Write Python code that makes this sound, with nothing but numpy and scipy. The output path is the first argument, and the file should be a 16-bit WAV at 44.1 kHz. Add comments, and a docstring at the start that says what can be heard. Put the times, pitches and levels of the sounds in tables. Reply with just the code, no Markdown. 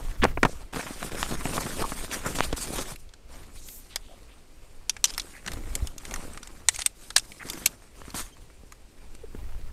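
"""A low rumble and rubbing cloth come first, then the dull knocks of a camping table top, outdoors.
The top comes off the frame and is rolled up against a nylon vest; then the folded frame's poles clack.
A microphone worn on the clothes hears it all over quiet air. Cloth, air and rumble are filtered noise;
knocks and clacks are noise bursts with decaying modes; swishes and faint distant chirps are tones of
unsteady pitch."""
import sys
import numpy as np
from scipy import signal
from scipy.fft import rfft, irfft
from scipy.io import wavfile
from scipy.ndimage import uniform_filter1d

SR = 44100
rng = np.random.default_rng(int(sys.argv[2]) if len(sys.argv) > 2 else 0)


def master(y):
    """Save y as 16-bit WAV."""
    cut = np.clip(np.atleast_2d(y).T, -1, 1)
    pcm = np.round(cut * 32767)  # scale
    wavfile.write(sys.argv[1], SR, pcm.astype(np.int16))


N = 428957
T = np.arange(N) / SR

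# Spectra, each a curve of (frequency [Hz], relative level [dB])
# distant open air
AIR_SPECTRUM = [(60, -1), (120, -5), (380, -4), (800, -12.5), (1700, -18), (2500, -15), (3500, -21.5),
                (4500, -19), (6500, -23.5), (8400, -21.5), (10500, -30), (14000, -33.5), (16000, -49.5)]
# low pushing on the microphone
BUFFET_SPECTRUM = [(5, -7.5), (15, 5), (35, -5), (60, -9.5), (100, -17), (200, -38.5), (500, -57)]
# flapping folds
FLAP_SPECTRUM = [(60, -14), (130, -1), (270, 0), (500, -5.5), (800, -12.5), (1600, -42)]
# layers of cloth rubbing
RUB_SPECTRUM = [(250, -18.5), (600, -2), (1100, 2.5), (2300, -2), (3500, -8.5), (6000, -16), (12000, -55)]
# nylon hissing
NYLON_SPECTRUM = [(1500, -17.5), (3500, -2.5), (5000, -2), (7000, 0), (9200, 2.5), (10600, -5), (13500, -6),
                  (14700, -18), (15800, -32)]
# a fold snapping over
CREASE_SPECTRUM = [(80, -9), (250, 1.5), (1200, -8.5), (2500, -8.5), (6000, -14.5), (15000, -36.5)]
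# dull blow, before its three bands are levelled
THUD_SPECTRUM = [(40, -19), (130, -0.5), (240, -3.5), (400, -1.5), (550, -2.5), (1100, -1), (2400, -7.5),
                 (4000, -24.5), (7000, -27), (15000, -45.5)]
# metal contact itself, struck or scraped
CONTACT_SPECTRUM = [(60, -26), (300, -20.5), (700, -4), (1500, -0.5), (4000, 0.5), (8000, -0.5),
                    (10500, -7.5), (15000, -41.5)]

# Body bending or shifting against the microphone: (time [s], length [s], level [dB])
BODY_SHIFTS = [(0.0, 0.14, -29.5), (0.157, 0.19, -23), (0.32, 0.19, -27), (0.5, 0.19, -39),
               (1.09, .65, -38), (2.33, 0.26, -31), (3.19, 0.27, -45), (5.43, 0.53, -34),
               (6.047, 0.36, -38.5), (6.594, 0.25, -41), (8.06, 0.23, -40.5), (8.93, 0.69, -45),
               (9.26, 0.53, -34.5)]
# Soft bumps against the microphone: (time [s], envelope peak [dB], frequency [Hz])
SOFT_BUMPS = [(2.53, -27, 45), (2.919, -38.5, 121), (5.823, -18.5, 60)]
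# Faint distant chirps or whistles, perhaps of a bird:
# (time [s], length [s], peak of the fundamental [dB], start pitch [Hz], end pitch [Hz])
FAINT_CHIRPS = [(8.312, .045, -55, 3250, 3100), (8.48, 0.088, -67, 2350, 2200),
                (8.97, .09, -66, 2500, 2300)]
# Slow arm movements drawing sleeves over the vest, before the mixing gains of cloth():
# (time [s], length up to release [s], rubbing [dB], flapping [dB re rubbing], hiss [dB re rubbing])
ARM_REACHES = [(-0.1, .19, -50.5, -0.5, -5), (0.42, 0.19, -56, -0.5, -4.5), (1.9, 0.63, -49.5, -1, -5),
               (3.27, 0.14, -53.5, -0.5, -4), (3.5, 0.33, -68, 5.5, 12), (3.82, 0.58, -65, 0.5, -1.5),
               (4.45, 0.61, -67, -0.5, 0), (5.03, 0.31, -56, -0.5, 1.5), (5.41, 0.17, -52, 9, -3),
               (5.62, 0.24, -54, 6.5, -0.5), (5.98, .25, -49.5, 0.5, -3), (6.27, 0.34, -58.5, 2, -1.5),
               (6.66, 0.092, -55, -3.5, 6), (6.94, 0.14, -63, 4, 8.5), (7.15, 0.3, -64, 5.5, 7),
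               (7.41, .19, -47.5, -0.5, -0.5), (7.68, 0.21, -64.5, -2, -2), (7.93, 0.31, -56.5, 0, -1),
               (8.3, 0.84, -75, 6.5, 5.5), (8.95, 0.41, -65, 7, -3), (9.3, 0.74, -61.5, 1, -9)]
# Quick tugs of cloth, as in rolling up the table top, before the mixing gains of cloth():
# (time [s], length up to release [s], rubbing [dB], flapping [dB re rubbing], hiss [dB re rubbing])
CLOTH_TUGS = [(0.26, 0.052, -48.5, 7, -19), (0.47, 0.064, -53.5, 5, 0), (0.724, 0.16, -41, -3.5, -4.5),
              (0.88, 0.14, -48, 1, 1.5), (1.01, 0.072, -42, -1.5, -1), (1.105, 0.055, -42, 2.5, -7),
              (1.167, 0.11, -40, -2, -0.5), (1.285, 0.053, -36.5, 1.5, -2.5),
              (1.37, 0.051, -40.5, -0.5, -4), (1.425, 0.027, -44.5, 1, 3.5), (1.458, .14, -38.5, 0, -2),
              (1.6, 0.17, -40.5, -0.5, 0.5), (1.78, 0.044, -36.5, 3.5, -4), (1.84, .05, -43.5, -0.5, 2.5),
              (1.895, 0.05, -48, 0, 4), (1.955, 0.088, -44, 1, 3), (2.108, 0.052, -40, -4, 1),
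              (2.175, 0.097, -50.5, 2, -1), (2.258, 0.07, -44, 6.5, 4), (2.345, 0.11, -40, 0, 1),
              (2.56, 0.095, -42, -4, 5.5), (2.665, 0.081, -42.5, 4.5, 2), (2.752, 0.07, -38.5, 1, 1),
              (2.85, 0.07, -48.5, 2.5, 2), (2.95, .075, -71, -11, 11), (8.144, 0.062, -42, -7, 6.5)]
# Ribbed cloth sliding: (time [s], length [s], level [dB], start pitch [Hz], end pitch [Hz],
# unsteadiness [relative to pitch, before scaling])
RIB_SWISHES = [(0.215, 0.023, -31, 2270, 2530, 0.27), (0.222, 0.028, -23, 257, 247, 0.11),
               (0.257, .06, -54, 2400, 2220, 0.16), (0.463, 0.088, -54.5, 5940, 6900, 0.24),
               (1.833, 0.025, -31, 1056, 1030, 0.11), (2.119, 0.046, -40.5, 1906, 1380, 0.16),
               (2.237, 0.058, -34.5, 1187, 1685, 0.34), (2.406, 0.055, -39, 2310, 4200, 0.28),
               (3.544, 0.048, -62, 2200, 2640, 0.089), (3.551, 0.057, -59, 3700, 4500, 0.11),
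               (3.655, 0.11, -71, 2400, 3000, 0.22), (3.569, 0.28, -54.5, 6000, 9100, 0.18),
               (3.619, 0.23, -52, 12400, 13000, .09), (3.885, 0.081, -55, 3300, 3420, 0.29),
               (3.96, 0.25, -65.5, 3270, 3040, 0.155), (4.075, 0.09, -56.5, 724, 656, 0.1),
               (4.262, 0.1, -63, 2280, 3240, 0.24), (5.318, 0.1, -52.5, 1710, 2370, 0.15),
               (7.389, 0.056, -43.5, 1776, 1675, 0.23), (7.509, 0.061, -45.5, 348, 295, .1),
               (9.228, 0.027, -43, 436, 430, 0.19)]
# Pole sliding on pole: (time [s], length [s], level [dB], singing frequency [Hz])
POLE_SCRAPES = [(5.063, 0.055, -41, 4970), (6.737, 0.024, -41, 6700), (6.779, 0.053, -38, 9100),
                (6.849, 0.023, -46, 6000), (7.16, 0.003, -32, 4500)]
# Modes of the table top: (frequency [Hz], bandwidth [Hz], relative level [dB])
TABLE_TOP_MODES = [(271, 38, 4.5), (562, 41, -5.5), (724, 42, 1), (1046, 77, 1.5), (1400, 49, -4.5),
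                   (2480, 48, -17)]
# Dull knocks and cloth snaps: (time [s], level over 10 ms [dB], bass [dB re level],
# treble [dB re level], decay time t60 of the dull clatter [s])
DULL_KNOCKS = [(0.2352, -18, -6.5, -19, 0.061), (0.2416, -27.5, 6.5, -1.5, 0.017),
               (0.2516, -19.5, -2, -23, 0.024), (0.374, -29.5, -1.5, -43, 0.028),
               (0.4307, -15.5, -3.5, -14.5, 0.032), (0.451, -18, -1, -16, 0.047),
               (0.7606, -35.5, 0, -8, 0.027), (0.7679, -38, 7, -8, 0.053), (0.794, -35.5, 1, -19.0, 0.035),
               (0.8655, -36.5, -8, -16, 0.14), (1.0286, -32.5, -6, -9, 0.018),
               (1.2296, -25.5, -12, -6.5, 0.0068), (1.312, -38.5, 5, -5, 0.075),
               (1.4552, -30, 3, -28, 0.025), (1.5793, -26, -4.5, -32, 0.032), (1.6653, -36, 2, -15, 0.046),
               (1.92, -33, 0, -25, 0.025), (2.3869, -31.5, -2.0, -3.5, 0.033),
               (2.4066, -21, -7.5, -13, 0.0012), (2.528, -33.5, 6.5, -3.5, 0.034),
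               (2.7839, -33, 0.5, -3.5, 0.091), (5.571, -50, 9.5, -10, 0.027), (6.251, -55, 13, -8, 0.035),
               (7.454, -51.5, 13, -12.0, 0.064), (8.0172, -45, -1.0, -21, 0.0082),
               (8.081, -50, 9, -13, 0.028), (8.1443, -36.5, 1, -6, 0.094), (8.501, -56.5, -3, -21, 0.025),
               (9.349, -51, 13.5, -19, 0.018)]
# Modes of the poles: (nominal frequency [Hz], bandwidth [Hz], relative level [dB])
TUBE_MODES = [(1250, 170, -6), (1940, 270, -10.5), (2270, 180, -1.5), (2730, 83, -7), (3210, 150, -1),
              (3615, 91, -4), (4140, 170, 4.5), (4640, 110, -3), (5244, 150, 3), (5890, 120, 2.5),
              (6600, 160, 5.5), (7180, 94, -3.5), (7580, 95, -4.5), (8260, 140, 4), (8960, 150, 1.5),
              (9250, 110, -3.5), (9880, 86, -5.5), (11360, 150, -10), (11700, 110, -10.5),
              (13000, 110, -8.5), (14000, 92, -14.5)]
# Pole on pole: (time [s], level over 10 ms [dB], body [dB re level], top [dB re level],
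# main favoured region [Hz], lower favoured region [Hz])
POLE_CLACKS = [(2.9589, -47.5, -7, -5, 2410, 2290), (3.091, -57.5, -11, -25, 3750, 870),
               (3.137, -50.0, -5, -25, 4320, 1580), (3.6865, -45, -10, -12, 3510, 2100),
               (3.9589, -27.5, -8.5, -10.5, 5080, 3560), (4.8952, -21.0, -18.5, -20, 5610, 3600),
               (4.966, -45, 2.5, -27, 2400, 2290), (5.0411, -15.0, -18.5, -16, 6300, 3110),
               (5.054, -25, -20, -17, 5980, 3100), (5.1375, -42, -15, -18, 5230, 3600),
               (5.1462, -44, -18, -23, 3420, 2290), (5.1789, -30, -4, -5.5, 5370, 2020),
               (5.1971, -29.5, -17, -22, 3420, 2290), (5.217, -46, -16, -13, 5430, 3520),
               (5.4624, -39.5, -1, -19, 6020, 1390), (5.476, -35, -4, -19, 2430, 1980),
               (5.4806, -38.5, 3.5, -25, 2800, 1400), (5.5177, -41, -3, -10, 2500, 1390),
               (5.5338, -42.5, -5, -6, 4210, 1130), (5.7524, -28, -14, -8, 7610, 2020),
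               (5.8713, -37.5, -14, -12, 8420, 3000), (5.9806, -40, -14, -12, 6870, 3600),
               (6.0521, -41, -3.5, -15, 8550, 1780), (6.1101, -41.5, -7, -13, 2400, 2290),
               (6.1394, -33.5, -2.5, -11, 6490, 1820), (6.16, -40.5, 1, -20, 9180, 1360),
               (6.334, -46.5, -16, -16, 8410, 1430), (6.374, -44.0, 2, -20, 2760, 1290),
               (6.43, -42.0, -5, -23, 4960, 1360), (6.4729, -44.5, -8, -15, 7020, 1870),
               (6.6859, -14, -10.5, -21.5, 8200, 1970), (6.7603, -34.5, -16, -16.5, 8990, 2380),
               (6.7901, -34, -4, -19, 6710, 2110), (6.8191, -30.5, -12, -21, 2970, 2230),
               (6.861, -17.5, -18, -13.5, 8250, 2200), (7.104, -37.5, -4, -23.5, 3820, 1420),
               (7.1631, -13.5, -8.5, -13.5, 4150, 1720), (7.18, -24, -15, -16.5, 8480, 2630),
               (7.1957, -36.5, -17, -18, 5100, 3600), (7.319, -46, -4, -19, 2400, 2230),
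               (7.4876, -42, -4, -13, 4830, 2100), (7.499, -31.5, -16, -7, 4800, 3600),
               (7.533, -41, -5, -7, 4830, 1890), (7.6582, -23, -20, -11.5, 6330, 2550),
               (7.66, -17.5, -16, -4, 7620, 2720), (7.672, -36.5, -14, -10.5, 4720, 3600),
               (8.103, -46, -10, -14, 4300, 2660), (8.722, -48.5, 1, -8, 6940, 1230),
               (9.1498, -51.5, -6, -18, 8800, 1080)]

AIR_DB = -58.5
SWAY_DB, SWAY_DEPTH_DB, SWAY_HZ = -49.5, 3.5, 6  # the slight sway of someone standing
PUSH_DB = -0.5  # rumble relative to the flapping that causes it
SHIFT_TAPER = 0.5  # share of a shift spent swelling and fading
BUMP_RISE_S = 0.0058
CHIRP_OVERTONE_DB = -4  # relative to the fundamental
CREASES_PER_S, CREASE_DB, CREASE_SPREAD_DB = 45, -9, 7.5  # the level is relative to the rubbing
REACH_ATTACK_S, REACH_RELEASE_S = 0.073, 0.092
TUG_ATTACK_S, TUG_RELEASE_S = 0.007, 0.025
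BAND_EDGE_HZ = 15700


def amp(db):
    """Definition of level: decibels to an amplitude ratio."""
    return 10 ** (np.asarray(db) / 20)


def evened(x):
    """Normalization of power: scales to rms 1."""
    return x / np.sqrt(np.mean(x ** 2) + 1e-20)


def add(mix, start_s, sound):
    """Superposition: adds a sound into the mix, in place, from a start time."""
    part = mix[max(round(start_s * SR), 0):][:len(sound)]
    part += sound[:len(part)]


def colour(x, spectrum, size=8192):
    """Minimum-phase filtering: a causal response made from the Hilbert transform of the log gain."""
    hz, db = np.transpose(spectrum)
    bin_hz = abs(np.fft.fftfreq(size, 1 / SR)) + 1
    log_gain = np.log(amp(np.interp(np.log(bin_hz), np.log(hz), db)))
    response = np.exp(np.conj(signal.hilbert(log_gain)))
    taps = np.fft.ifft(response).real[:size // 2]
    return signal.oaconvolve(x, taps)[:len(x)]


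def wander(rate_hz):
    """Band-limited chance: Gaussian low-passed noise of rms 1, about as fast as the rate."""
    spectrum = rfft(rng.standard_normal(N))
    lowpass = np.exp(-(np.fft.rfftfreq(N, 1 / SR) / rate_hz) ** 2)
    return evened(irfft(spectrum * lowpass, N))


def voiced(x, low_hz, high_hz, levels_db, order=8):
    """Band energy: sets the low, middle and high parts of a hit to their levels over 10 ms."""
    span = 0.01 * SR
    low_filter = signal.butter(order, low_hz, "low", fs=SR, output="sos")
    high_filter = signal.butter(order, high_hz, "high", fs=SR, output="sos")
    low = signal.sosfiltfilt(low_filter, x, padtype=None)
    high = signal.sosfiltfilt(high_filter, x, padtype=None)
    bands = (low, x - low - high, high)
    return sum(amp(db) * band * np.sqrt(span) / np.linalg.norm(band)
               for db, band in zip(levels_db, bands))


def outdoors():
    """Stationary broadband noise: steady distant air."""
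    return amp(AIR_DB) * evened(colour(rng.standard_normal(N), AIR_SPECTRUM))


def chirps():
    """Frequency-modulated tone: a short gliding chirp of unsteady pitch with one overtone."""
    out = np.zeros(N)
    for start_s, length_s, db, start_hz, end_hz in FAINT_CHIRPS:
        count = int(length_s * SR)
        pitch_hz = np.linspace(start_hz, end_hz, count) * (1 + 0.02 * wander(200)[:count])
        phase = 2 * np.pi * np.cumsum(pitch_hz) / SR
        tone = np.sin(phase) + amp(CHIRP_OVERTONE_DB) * np.sin(2 * phase)
        add(out, start_s, amp(db) * np.hanning(count) * tone)
    return out


def rumble(flap):
    """Pressure on the microphone: sway, flapping cloth and body shifts modulate low noise."""
    push = amp(SWAY_DB + SWAY_DEPTH_DB * wander(SWAY_HZ)) + amp(PUSH_DB) * flap
    shifts = np.zeros(N)
    for start_s, length_s, db in BODY_SHIFTS:
        add(shifts, start_s, amp(db) * signal.windows.tukey(int(length_s * SR), SHIFT_TAPER))
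    buffet = evened(colour(rng.standard_normal(N), BUFFET_SPECTRUM))
    return np.hypot(push, shifts) * buffet


def bumps(size=8192):
    """Heavily damped oscillation: a low swing that dies within a few cycles."""
    out, t = np.zeros(N), np.arange(size) / SR
    envelope = t / BUMP_RISE_S * np.exp(1 - t / BUMP_RISE_S)
    for start_s, db, hz in SOFT_BUMPS:
        add(out, start_s, amp(db) * envelope * np.sin(2 * np.pi * hz * t))
    return out


def efforts(movements, attack_s, release_s):
    """Power addition of movements that grip, hold and let go: gains of rubbing, flapping and hiss."""
    power = np.zeros((3, N))
    for start_s, length_s, db, flap_db, hiss_db in movements:
        attack = np.clip((T - start_s) / attack_s, 0, 1)
        release = np.exp(-np.clip((T - start_s - length_s) / release_s, 0, 20))
        gains = amp([[db], [db + flap_db], [db + hiss_db]])
        power += (gains * attack * release) ** 2
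    return np.sqrt(power)


def friction(spectrum, catches_hz, catch_db, flutter_db, flutter_hz):
    """Stick-slip friction: a dense, fluttering stream of slips with random harder catches."""
    slips, signs = rng.standard_normal((2, N))
    catches = signs * (rng.random(N) < catches_hz / SR)
    contacts = slips + amp(catch_db) * evened(catches)
    return evened(colour(contacts * amp(flutter_db * wander(flutter_hz)), spectrum))


def creases():
    """Buckling as a random impulse process: folds snap over, a few of them hard."""
    size = amp(CREASE_SPREAD_DB * np.minimum(rng.exponential(1, N), 2)) * rng.choice([-1, 1], N)
    snaps = size * (rng.random(N) < CREASES_PER_S / SR)
    return evened(colour(snaps, CREASE_SPECTRUM))


def cloth(effort, flap_db, rub_db, hiss_db, grip_db):
    """Modulated friction: folds flap, layers rub and snap, nylon hisses, under one uneven grip."""
    rub, flap, hiss = effort
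    grip = amp(grip_db * wander(31))
    flapping = amp(flap_db) * flap * friction(FLAP_SPECTRUM, 60, 0.8, 1.5, 24)
    layers = friction(RUB_SPECTRUM, 220, 0, 1.2, 60) + amp(CREASE_DB) * creases()
    rubbing = amp(rub_db) * rub * layers
    hissing = amp(hiss_db) * hiss * friction(NYLON_SPECTRUM, 900, -8.5, 1.0, 34)
    return grip * (flapping + rubbing + hissing)


def folds(x, patchy_db, size=512):
    """Time-varying filtering: shifting folds lift and shade patches of the spectrum."""
    z = signal.stft(x, nperseg=size)[2]
    across_frequency = uniform_filter1d(rng.standard_normal(z.shape), size=7, axis=0)
    patches = evened(uniform_filter1d(across_frequency, size=5, axis=1))
    return signal.istft(z * amp(patchy_db * patches), nperseg=size)[1][:N]


def swishes():
    """Periodic ticking: ribs of the weave pass each other at an unsteady, gliding rate."""
    out = np.zeros(N)
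    for start_s, length_s, db, start_hz, end_hz, spread in RIB_SWISHES:
        count = int(length_s * SR)
        blur_hz = np.clip(spread, 0.02, 0.4) * start_hz
        lowpass = signal.butter(2, blur_hz, fs=SR, output="sos")
        unsteady, grip = signal.sosfilt(lowpass, rng.standard_normal((2, count)))
        rate_hz = np.linspace(start_hz, end_hz, count) * (1 + 0.614 * spread * evened(unsteady))
        tone = np.sin(2 * np.pi * np.cumsum(rate_hz) / SR)
        add(out, start_s, amp(db) * evened(grip * tone * signal.windows.tukey(count, 0.8)))
    return out


def scrapes(sing_db=-2, sharpness=9):
    """Friction-driven resonance: metal rasps on metal and sings in one broad peak."""
    out, rasp = np.zeros(N), friction(CONTACT_SPECTRUM, 900, 0, 2, 200)
    for start_s, length_s, db, hz in POLE_SCRAPES:
        rub = rasp[int(start_s * SR):][:int(length_s * SR)]
        sing = signal.lfilter(*signal.iirpeak(hz, sharpness, fs=SR), rub)
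        both = evened(rub) + amp(sing_db) * evened(sing)
        add(out, start_s, amp(db) * evened(both * signal.windows.tukey(len(rub), 0.5)))
    return out


def knocks(clatter=0.25, treble_life=0.77, ring_db=-6, size=4096):
    """Impact excitation: a push and a clatter whose treble dies first; loose blows ring the top more."""
    out, t = np.zeros(N), np.arange(size) / SR
    hz, width_hz, mode_db = np.transpose(TABLE_TOP_MODES)[:, :, None]
    modes = (amp(mode_db) * np.exp(-np.pi * width_hz * t) * np.sin(2 * np.pi * hz * t)).sum(0)
    dull_filter = signal.butter(2, 1900, fs=SR, output="sos")
    for start_s, knock_db, bass_db, treble_db, t60 in DULL_KNOCKS:
        noise = rng.standard_normal(size)
        dull = signal.sosfiltfilt(dull_filter, noise)
        bright = noise - dull
        blow = clatter * (dull * amp(-60 * t / t60) + bright * amp(-60 * t / (treble_life * t60)))
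        blow[0] += 1  # the push
        looseness = min(t60 / 0.04, 1)
        hit = evened(colour(blow, THUD_SPECTRUM)) + amp(ring_db) * looseness * evened(modes)
        # leading silence leaves room for the zero-phase band filters
        hit = np.concatenate([np.zeros(size), hit])
        levels_db = knock_db + np.array([bass_db, 0, treble_db])
        add(out, start_s - size / SR, voiced(hit, 515, 3090, levels_db))
    return out


def clacks(crack_t60=0.028, crack_db=-2, contact=4, ring_db=7, ring_width_hz=700,
           low_ring_db=3, low_ring_width_hz=400, scatter_db=-31, scatter_t60=0.11,
           rise_s=0.00045, size=4096):
    """Modal excitation of hand-damped tubes: a crack and short modes weighted by the striking place."""
    out, t = np.zeros(N), np.arange(size) / SR
    hz, width_hz, mode_db = np.transpose(TUBE_MODES)[:, :, None]
    for start_s, clack_db, body_db, top_db, ring_hz, low_ring_hz in POLE_CLACKS:
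        place, detune = rng.uniform(-1.07, 1, (2, len(hz), 1))
        weights = amp(mode_db) * np.sin(np.pi * place)
        tones = np.sin(2 * np.pi * hz * (1 + 0.014 * detune) * t)
        modes = (weights * np.exp(-np.pi * width_hz * t) * tones).sum(0)
        # ground and brush scatter a faint tail after the crack
        decay = amp(-60 * t / crack_t60) + amp(scatter_db - 60 * t / scatter_t60)
        crack = rng.standard_normal(size) * decay
        crack[0] = contact
        hit = evened(modes) + amp(crack_db) * evened(colour(crack, CONTACT_SPECTRUM))
        hit = hit * (1 - np.exp(-t / rise_s))
        # each blow favours the modes in two regions
        regions = ((ring_hz, ring_width_hz, ring_db), (low_ring_hz, low_ring_width_hz, low_ring_db))
        hit = hit + sum(amp(lift_db) * signal.lfilter(*signal.iirpeak(f, f / wide, fs=SR), hit)
                        for f, wide, lift_db in regions)
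        levels_db = clack_db + np.array([body_db, 0, top_db])
        add(out, start_s, voiced(hit, 2300, 10400, levels_db))
    return out


def scene():
    """Superposition of open air and chirps, the rumble, brisk and gentle cloth, and the gear."""
    tugs = efforts(CLOTH_TUGS, TUG_ATTACK_S, TUG_RELEASE_S)
    reaches = efforts(ARM_REACHES, REACH_ATTACK_S, REACH_RELEASE_S)
    background = outdoors() + chirps() + rumble(tugs[1] + reaches[1]) + bumps()
    brisk = cloth(tugs, flap_db=0, rub_db=-1.5, hiss_db=-0.5, grip_db=2.22)
    gentle = cloth(reaches, flap_db=0, rub_db=0, hiss_db=1, grip_db=1.18)
    fabric = folds(brisk + gentle, patchy_db=2.5) + swishes()
    gear = scrapes() + knocks() + clacks()
    return (background + fabric + gear)[None]


def record(dry):
    """Overload and band limiting: peaks beyond full scale are clipped, then a low-pass follows."""
    lowpass = signal.firwin(255, BAND_EDGE_HZ, window=("kaiser", 9), fs=SR)
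    return signal.oaconvolve(np.clip(dry, -1, 1), lowpass[None], "same")


dry = scene()
out = record(dry)
master(out)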